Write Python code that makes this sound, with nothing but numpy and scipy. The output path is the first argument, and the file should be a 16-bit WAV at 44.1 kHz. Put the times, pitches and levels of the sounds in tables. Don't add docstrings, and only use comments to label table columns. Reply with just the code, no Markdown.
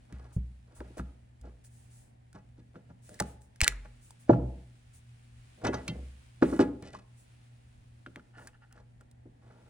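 import sys
import numpy as np
from scipy import signal
from scipy.fft import rfft, irfft
from scipy.io import wavfile
from scipy.ndimage import uniform_filter1d

SR = 44100
rng = np.random.default_rng(int(sys.argv[2]) if len(sys.argv) > 2 else 0)


def digitize_waveform(pressure):
    field = np.atleast_2d(pressure).T
    bounded = np.clip(field, -1, 1)
    quanta = np.round(bounded * 32767).astype(np.int16)
    wavfile.write(sys.argv[1], SR, quanta)


N = 427329
T = np.arange(N) / SR
HZ = np.arange(N // 2 + 1) * SR / N + 1e-3


def undb(db):
    return 10 ** (np.asarray(db) / 20)


def unit(x):
    return x / np.sqrt(np.mean(x ** 2))


def shape(x, table):
    hz, db = np.transpose(table)
    gain_db = np.interp(np.log(HZ), np.log(hz), db)
    return irfft(rfft(x) * undb(gain_db), N)


def bandpass(low_hz, high_hz, order=2):
    return signal.butter(order, [low_hz, high_hz], "band", fs=SR, output="sos")


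def fade(t, t60):
    return np.exp(-np.log(1000) * t / t60)


def add(out, start, sound):
    i = int(start * SR)
    out[..., i:i + sound.shape[-1]] += sound[..., :N - i]


def walk(rate):
    hold = int(SR / rate)
    steps = np.repeat(rng.standard_normal(N // hold + 1), hold)
    return uniform_filter1d(uniform_filter1d(steps, hold), hold)[:N]


def pressure(length):
    return np.sin(np.pi * (T[:int(length * SR)] / length) ** 0.47) ** 2


def press(out, rows):
    for start, length, db in rows:
        add(out, start, undb(db) * pressure(length))


def ring(modes, t, weights, damping, shift=0.95):
    hz, db, t60 = np.transpose(modes)[:, :, None]
    hz = hz * np.reshape(shift, (-1, 1))
    build = 1 - np.exp(-t * hz / 2.0)
    waves = np.sin(2 * np.pi * hz * t) * fade(t, t60 / damping) * build
    return (weights * undb(db[:, 0])) @ waves


def ring_through(push, body):
    return signal.fftconvolve(push, body)[:N] / np.sqrt(np.sum(body ** 2))


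def ports(mid, other, table):
    return mid + shape(other, table) * np.array([[1], [-1]])


# pitch in Hz, level of the difference against the shared sound in dB.
PORTS_ROUND = [(30, -24.5), (200, -4), (700, 7), (1500, 0), (8000, -1), (16000, 16)]
# pitch in Hz, relative level in dB per Hz.
HUSH_COLOUR = [(20, -14), (45, 1), (75, 3.5), (100, -2.5), (160, -7.5), (250, -12.5), (400, -22.5),
               (800, -24), (1200, -36), (1800, -28.5), (4000, -49), (10000, -55.5)]
HUSH_DB = -64.5
# pitch in Hz, rms level in dB before it wavers.
HUM = [(119.6, -62), (239.2, -77)]


def shop():
    drift = np.cumsum(0.00028 * walk(18)) / SR
    hum = 0
    for hz, db in HUM:
        level = undb(db + 3.8 * walk(14.0)) * np.sqrt(2)
        hum = hum + level * np.sin(2 * np.pi * hz * (T + drift))
    mid, other = [shape(noise, HUSH_COLOUR) for noise in rng.standard_normal((2, N))]
    hush = unit(ports(mid, other, PORTS_ROUND))
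    bass = signal.sosfiltfilt(signal.butter(2, 110, fs=SR, output="sos"), hush)
    wavering = bass * undb(3.6 * walk(5.8)) + (hush - bass) * undb(1.3 * walk(5.0))
    return hum + undb(HUSH_DB) * wavering


# time in seconds, level in dB.
RUSTLE = [(0.0, -77), (0.75, -80), (0.89, -71), (1.32, -82.5), (1.91, -76), (2.16, -83), (3.02, -81.5),
          (3.24, -64.5), (3.43, -82.5), (3.8, -73.5), (5.26, -74), (5.86, -67), (7.02, -79), (7.29, -73.5),
          (9.26, -84.5), (9.69, -76.5)]
# pitch in Hz, relative level in dB.
CLOTH = [(500, -8), (1500, 2), (2500, 3.5), (4000, -1.5), (6000, -5.5), (9000, -3.5), (16000, -6.5)]


def rustle():
    flicker_db = 0.65 * walk(27) + 2.1 * rng.exponential(size=N)
    fibres = rng.standard_normal((2, N)) * undb(flicker_db)
    mid, other = [unit(shape(f, CLOTH)) for f in fibres]
    level_db = np.interp(T, *np.transpose(RUSTLE))
    return ports(mid, other, PORTS_ROUND) * undb(level_db)


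# pitch in Hz, relative level in dB, undamped time to fade by 60 dB in seconds.
BENCH = [(128.74, 6, 0.22), (174, 6, 0.18), (200, -7.5, 0.34), (250, -16.5, 0.58), (280, -7, 0.33),
         (300.3, 6, 0.1), (339, 2.5, 0.14), (397, -11, 0.29), (506, -2.5, 0.15), (536.8, -10, 0.22),
         (536, -2.5, 0.084), (626, 2, 0.12), (700, -1.5, 0.064), (699, -5.5, 0.086), (883.5, -7, 0.23),
         (903, -10.5, 0.26), (1005, -2, 0.088), (1145, -3, 0.039), (1190, -0.5, 0.044), (1297, -5, 0.091),
         (1450, -2, 0.073), (1520, -8, 0.11), (1736, -5.5, 0.07), (2060, -4, 0.024), (2300, -12.5, 0.051)]
# pitch in Hz, relative level in dB, undamped time to fade by 60 dB in seconds.
STEEL = [(1766, -8.5, 0.31), (2065, -5.5, 0.25), (2696, -4.5, 0.093), (3160, -6.5, 0.1),
         (3430, -14.5, 0.07), (3850, -5, 0.044), (4450, -9.5, 0.059), (5090, -13, 0.062),
         (5800, -11, 0.024), (6100, -12, 0.075)]
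# start in seconds, length in seconds, body level in dB, hardness as grit against body in dB.
DRAGS = [(0.083, 0.39, -65, -4), (0.652, 0.665, -65.5, -7), (0.966, 0.06, -47.5, -3),
         (1.417, 0.14, -57.5, -10), (2.339, 0.08, -57, -2), (2.57, 0.049, -73, 5.5),
         (2.737, 0.104, -58.5, -13), (2.886, 0.04, -62.5, -5.5), (3.075, .124, -59.5, -19),
         (3.2, .123, -59, -21), (3.605, 0.18, -52.5, -19.5), (3.616, 0.025, -46.5, 8),
         (3.846, 0.029, -58.5, -7), (4.277, 0.09, -40.5, -8), (5.57, 0.068, -62.5, -41),
         (5.612, 0.11, -48.5, -5.5), (5.641, 0.078, -34.5, -3.5), (5.724, 0.067, -38.5, -4.5),
         (5.765, 0.077, -51, -6), (5.827, 0.32, -51.5, -18.5), (6.415, 0.035, -44, -1),
         (6.467, 0.2, -54.5, -3), (6.589, 0.06, -42, 4.5), (6.653, 0.15, -57.5, -15),
         (6.803, 0.18, -55.5, -12), (6.928, 0.089, -54, -0.5), (8.149, 0.064, -60.5, -1.5),
         (8.357, 0.185, -59.5, -3.5), (8.743, 0.11, -63.5, -4), (9.002, 0.026, -54, -6),
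         (9.402, 0.46, -65.5, -5.5)]
# start in seconds, length in seconds, level at full pressure in dB.
GRINDS = [(1.639, 0.026, -71), (3.03, 0.21, -76), (3.629, 0.025, -35.5), (3.66, 0.07, -50.5),
          (6.83, 0.24, -67), (6.94, 0.11, -86), (8.458, 0.046, -71)]
RASP_DB = -10
BODY_DAMPING, GRIT_DAMPING, STEEL_DAMPING = 3.8, 1.7, 1.7


def drags_and_grinds():
    low, t = np.array(BENCH)[:, 0] < 700, T[:SR // 4]
    slip_now = rng.random((3, N)) < 1000 / SR
    slips = slip_now * undb(10 * rng.random((3, N))) * rng.standard_normal((3, N))
    click = 1. * (t == 0)
    scratch = signal.sosfilt(bandpass(1800, 7500), click)
    steel = unit(ring(STEEL, t, 1., STEEL_DAMPING)) + undb(-3) * unit(scratch)
    body = ring(BENCH, t, 1. * low, BODY_DAMPING)
    grit = ring(BENCH, t, 1. * ~low, GRIT_DAMPING)
    push = np.zeros((3, N))
    for start, length, db, hardness in DRAGS:
        levels_db = [db, db + hardness, db + hardness + RASP_DB]
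        add(push, start, undb(levels_db)[:, None] * pressure(length))
    press(push[2], GRINDS)
    push *= undb(5.0 * walk(120))
    return sum(ring_through(p * unit(s), b) for p, s, b in zip(push, slips, (body, grit, steel)))


# pitch in Hz, level of the difference against the shared sound in dB.
PORTS_BENCH = [(30, -32.5), (200, -22.5), (400, -10.5), (700, -1), (2400, -6), (4400, 1), (8000, -2.5),
               (16000, 11.5)]
# middle pitch in Hz, relative level in dB, time to fade by 60 dB in seconds.
ROOM = [(139, -19, 0.55), (460, -18, 0.48), (760, -20, 0.55), (1500, -19.5, 0.077), (4040, -25, 0.12),
        (9000, -14.5, 0.17)]


def echo(x):
    t = T[:SR // 2]
    rise = np.minimum(t / 0.0038, 1)
    tails = 0
    for hz, db, t60 in ROOM:
        band = bandpass(0.54 * hz, 1.26 * hz, order=1)
        noise = signal.sosfilt(band, rng.standard_normal((2, len(t))))
        tails = tails + undb(db) * fade(t, t60) / np.sqrt(t60 * hz) * rise * noise
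    mid, other = signal.fftconvolve(x[None], tails, axes=1)[:, :N]
    return ports(mid, other, PORTS_BENCH)


# start in seconds, peak level in dB, pitch in Hz, time scale of the swell in seconds.
BOOMS = [(0.123, -41.5, 64, 0.012), (0.377, -31, 61.5, 0.003), (0.79, -42.5, 61.8, 0.0036),
         (0.989, -37, 62.9, 0.0064), (1.4, -44.5, 60, 0.023), (3.211, -42.5, 66.6, 0.0035),
         (3.665, -38.5, 46.5, 0.048), (4.345, -34, 62.3, 0.067), (5.622, -44.5, 67.2, 0.12),
         (5.921, -40, 65.4, 0.086), (6.439, -42.5, 63.5, 0.027), (6.62, -45.5, 65, 0.024)]
# start in seconds, peak level in dB, pitch in Hz.
BUMPS = [(0.3642, -23, 101), (3.623, -20, 51.95)]
BOOM_T60_S = 0.52
BUMP_SWELL_S, BUMP_CYCLES = 0.0033, 1.8


def booms():
    out, t = np.zeros(N), T[:SR]
    rows = [(*row, BOOM_T60_S) for row in BOOMS]
    rows += [(start, db, hz, BUMP_SWELL_S, BUMP_CYCLES / hz) for start, db, hz in BUMPS]
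    for start, db, hz, swell, t60 in rows:
        envelope = (1 - np.exp(-t / swell)) ** 2 * fade(t, t60)
        add(out, start, undb(db) * np.sin(2 * np.pi * hz * t) * envelope / envelope.max())
    return out


# start in seconds, peak level of the ring in dB,
# favoured pitch in Hz among the bench's table pitches, damping (1 = rings freely),
# strength of the slap noise against the ring in dB.
KNOCKS = [(.124, -39.5, 174, 2.6, 4), (.3665, -28, 125, 3.1, -33), (.805, -44, 1000, 2.5, 2),
          (.807, -38, 397, 3.5, -15), (.904, -49, 298, 2.6, -21), (0.995, -33.5, 198, 2.6, -30),
          (2.347, -45, 183, 2.3, -20), (2.583, -50, 250, 1.4, -26), (2.757, -43, 200, 3, -35),
          (2.899, -49.5, 173, 1.8, -25), (3.203, -26.5, 880, 2.8, -18.5), (3.213, -27, 183, 4.9, -27),
          (4.2938, -28.5, 1350, 4.4, -10.5), (4.2947, -7, 361, 3.67, -26), (4.2955, -11, 637.4, 2.1, -33.5),
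          (4.306, -18, 148.9, 0.74, -41.5), (4.331, -30, 1015, 2.5, -3.5), (5.689, -23, 356, 2.4, -33),
          (5.879, -43, 1330, 1.1, 0), (5.886, -31, 194, 1.4, -40), (6.414, -40.5, 448, 1.3, -37),
          (6.4234, -23, 1570, 2.8, 5), (6.4233, -10.5, 357, 1.9, -12.5), (6.525, -23.5, 314, 1.3, -38),
          (6.527, -37, 1300, 1.7, -25), (6.5939, -11.5, 347.4, 1.9, -20), (6.5925, -25, 1317, 3, 3.5),
          (6.604, -14, 333, 2.5, -20.5), (6.624, -25, 331, 1.9, -2.5), (6.826, -40.5, 200, 3.9, 9),
          (8.066, -45, 280, 1.5, -32.5), (8.164, -45, 280, 2.2, -14), (9.256, -46, 282.7, 1.7, -32)]
SOFT_SPREAD_OCT, HARD_SPREAD_OCT = 1.1, 0.68


def knocks():
    out, t = np.zeros(N), T[:SR // 2]
    modes_hz = np.array(BENCH)[:, 0]
    places = rng.standard_normal((len(KNOCKS), len(BENCH)))
    noises = signal.sosfilt(bandpass(900, 2600), rng.standard_normal((len(KNOCKS), len(t))))
    slap_envelope = np.minimum(t / 0.0018, 1) * (fade(t, 0.007) + 0.1 * fade(t, 0.26))
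    for (start, db, hz, damping, slap_db), place, noise in zip(KNOCKS, places, noises):
        spread = np.interp(db, [-50, 0], [SOFT_SPREAD_OCT, HARD_SPREAD_OCT])
        near = 1 / (1 + (np.log2(modes_hz / hz) / spread) ** 2) ** 2
        blow = ring(BENCH, t, near * undb(2 * place), damping)
        slap = undb(slap_db) * noise * slap_envelope
        add(out, start, undb(db) * (blow / np.abs(blow).max() + slap))
    return out


# start in seconds, peak level in dB, ring pitch in Hz,
# edge setting in dB (before a fixed boost), time for the ring to fade by 60 dB in milliseconds.
TICKS = [(0.1247, -44, 1520, -4, 14), (0.8041, -39.5, 1500, -37, 5.7), (0.981, -40.5, 1660, -11, 16),
         (0.9967, -35, 1360, -31, 8.3), (1.4125, -51.5, 1360, 9, 30), (1.6467, -48, 1740, -6, 14),
         (2.329, -50.5, 1500, -6, 25), (2.7558, -46.5, 1370, -49, 31), (3.0923, -40.5, 1470, -2, 13),
         (3.142, -43.5, 1810, -3.5, 36), (3.1913, -39, 1880, -13, 20), (3.1994, -19, 1803, -8.5, 20),
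         (3.2017, -14.5, 1520, -5, 17), (3.222, -31, 1280, -15, 18), (3.418, -49.5, 1500, 8, 13),
         (3.559, -49, 1640, -6, 21), (3.606, -15, 2430, -4.5, 3.9), (3.6142, -7.5, 2310, -7.5, 7),
         (3.636, -23, 5060, -10, 7.9), (3.644, -9, 4240, -2, 2.3), (3.6647, -27.5, 1450, -39, 22),
         (3.671, -29, 2450, -3, 4.7), (3.6786, -0.5, 2120, -3.5, 6), (3.722, -37.5, 1362, -18, 25),
         (3.8568, -47, 1550, -24, 6.5), (4.1066, -38.5, 880, -7, 27), (5.7409, -35, 1410, -16, 14),
         (5.879, -26.5, 2290, -12.5, 25), (6.8237, -44.5, 1708, -7, 23), (6.9497, -39, 1056, -35, 44.6),
         (8.0621, -36.5, 1440, -37, 23), (8.159, -34, 1783, -19, 4.3), (8.195, -51.5, 1433, -34, 24),
         (8.3816, -50, 1420, -22, 22), (8.4719, -40, 1620, -11, 41), (8.7253, -46, 2820, -0.5, 16),
         (8.777, -53, 1500, -29, 20), (9.0094, -49, 1430, -15, 22.3), (9.1124, -51, 1810, 8, 23)]
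TICK_RISE_S, EDGE_BOOST_DB = 0.00087, 13


def ticks():
    out, t = np.zeros(N), T[:3000]
    edge_filter = signal.butter(2, 4500, "high", fs=SR, output="sos")
    noises = rng.standard_normal((len(TICKS), 2, len(t)))
    for (start, db, hz, edge_db, t60_ms), noise in zip(TICKS, noises):
        t60 = t60_ms * 1e-3
        tones = np.sin(2 * np.pi * hz * t) + .5 * np.sin(2 * np.pi * 1.1 * hz * t)
        pair = tones * fade(t, t60)
        around = bandpass(0.33 * hz, 1.8 * hz)
        crack = 0.49 * signal.sosfilt(around, noise[0]) * fade(t, 1.9 * t60)
        bright = signal.sosfilt(edge_filter, noise[1]) * fade(t, 0.71 * t60)
        edge = undb(edge_db + EDGE_BOOST_DB) * bright
        snap = (pair + crack + edge) * np.minimum(t / TICK_RISE_S, 1) ** 2
        add(out, start, undb(db) * snap / np.abs(snap).max())
    return out


# start in seconds, length in seconds, level at full pressure in dB.
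SWISHES = [(0.322, 0.082, -64.5), (0.746, 0.1, -62), (0.97, 0.055, -58), (1.638, 0.071, -61.5),
           (1.692, 0.33, -68), (1.9, 0.28, -65.5), (3.016, 0.29, -64), (3.252, 0.14, -63),
           (3.404, 0.11, -70.5), (4.009, 0.18, -64.5), (4.188, 0.11, -67), (4.929, 0.11, -63),
           (6.417, 0.35, -59), (7.163, 0.15, -68), (8.374, 0.2, -69)]
# pitch in Hz, relative level in dB.
SWISH_COLOUR = [(2000, -18.5), (5000, -9), (8000, 0.5), (16000, -1)]


def swishes():
    push = np.zeros(N)
    press(push, SWISHES)
    mid, other = [unit(shape(noise, SWISH_COLOUR)) for noise in rng.standard_normal((2, N))]
    return push * ports(mid, other, PORTS_ROUND)


# start in seconds, peak level in dB, favoured pitch in Hz.
CLINKS = [(3.6362, -36, 5000), (5.649, -44, 2100), (5.667, -38, 5800), (5.674, -40, 3070),
          (5.742, -40.5, 5600), (5.744, -56, 2120), (5.882, -35, 4150), (5.896, -40.5, 3160),
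          (6.827, -62, 1790), (8.0635, -64, 2670), (8.156, -60, 2689)]
CLINK_SPREAD_OCT, CLINK_DAMPING = .35, 1.1
DETUNE = .0125


def clinks():
    out, t = np.zeros(N), T[:SR // 4]
    modes_hz = np.array(STEEL)[:, 0]
    draws = rng.standard_normal((len(CLINKS), 2, len(STEEL)))
    for (start, db, hz), (place, grip) in zip(CLINKS, draws):
        near = 1 / (1 + (np.log2(modes_hz / hz) / CLINK_SPREAD_OCT) ** 2)
        clink = ring(STEEL, t, near * undb(2 * place), CLINK_DAMPING, 1 + DETUNE * grip)
        add(out, start, undb(db) * clink / np.abs(clink).max())
    return out


# start in seconds, length in seconds, level at full pressure in dB.
POKES = [(8.331, 0.099, -63.5), (8.377, 0.095, -60), (8.526, 0.052, -63.5), (8.61, 0.077, -66.5),
         (8.699, 0.1, -69)]
# pitch in Hz, relative level in dB, time to fade by 60 dB in seconds.
FITTING = [(830, 0.5, 0.021), (1460, 5.5, 0.016), (1730, 4, 0.013), (2840, -3, 0.0094), (4600, -8, .003)]


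def pokes():
    push = np.zeros(N)
    press(push, POKES)
    body = ring(FITTING, T[:SR // 10], 1., damping=1, shift=1)
    catches = (rng.random(N) < 900 / SR) * rng.standard_normal(N)
    return ring_through(push * unit(catches), body)


def scene():
    near = ticks() + clinks() + knocks() + drags_and_grinds() + pokes()
    quarter_turn = irfft(-1j * rfft(near), N)
    bench = ports(near + booms(), quarter_turn, PORTS_BENCH)
    return bench + echo(near) + rustle() + swishes() + shop()


# pitch in Hz, level in dB.
TREBLE_COLOUR = [(9500, 2.5), (10800, -3.5), (11500, -21.5), (12600, -40.5), (14000, -16.5), (15500, -8.5)]
TOP_HZ = 16300


def record(dry):
    heard = np.tanh(shape(dry, TREBLE_COLOUR))
    top_cut = signal.ellip(10, .2, 80, TOP_HZ, fs=SR, output="sos")
    return signal.sosfilt(top_cut, heard)


dry = scene()
out = record(dry)
digitize_waveform(out)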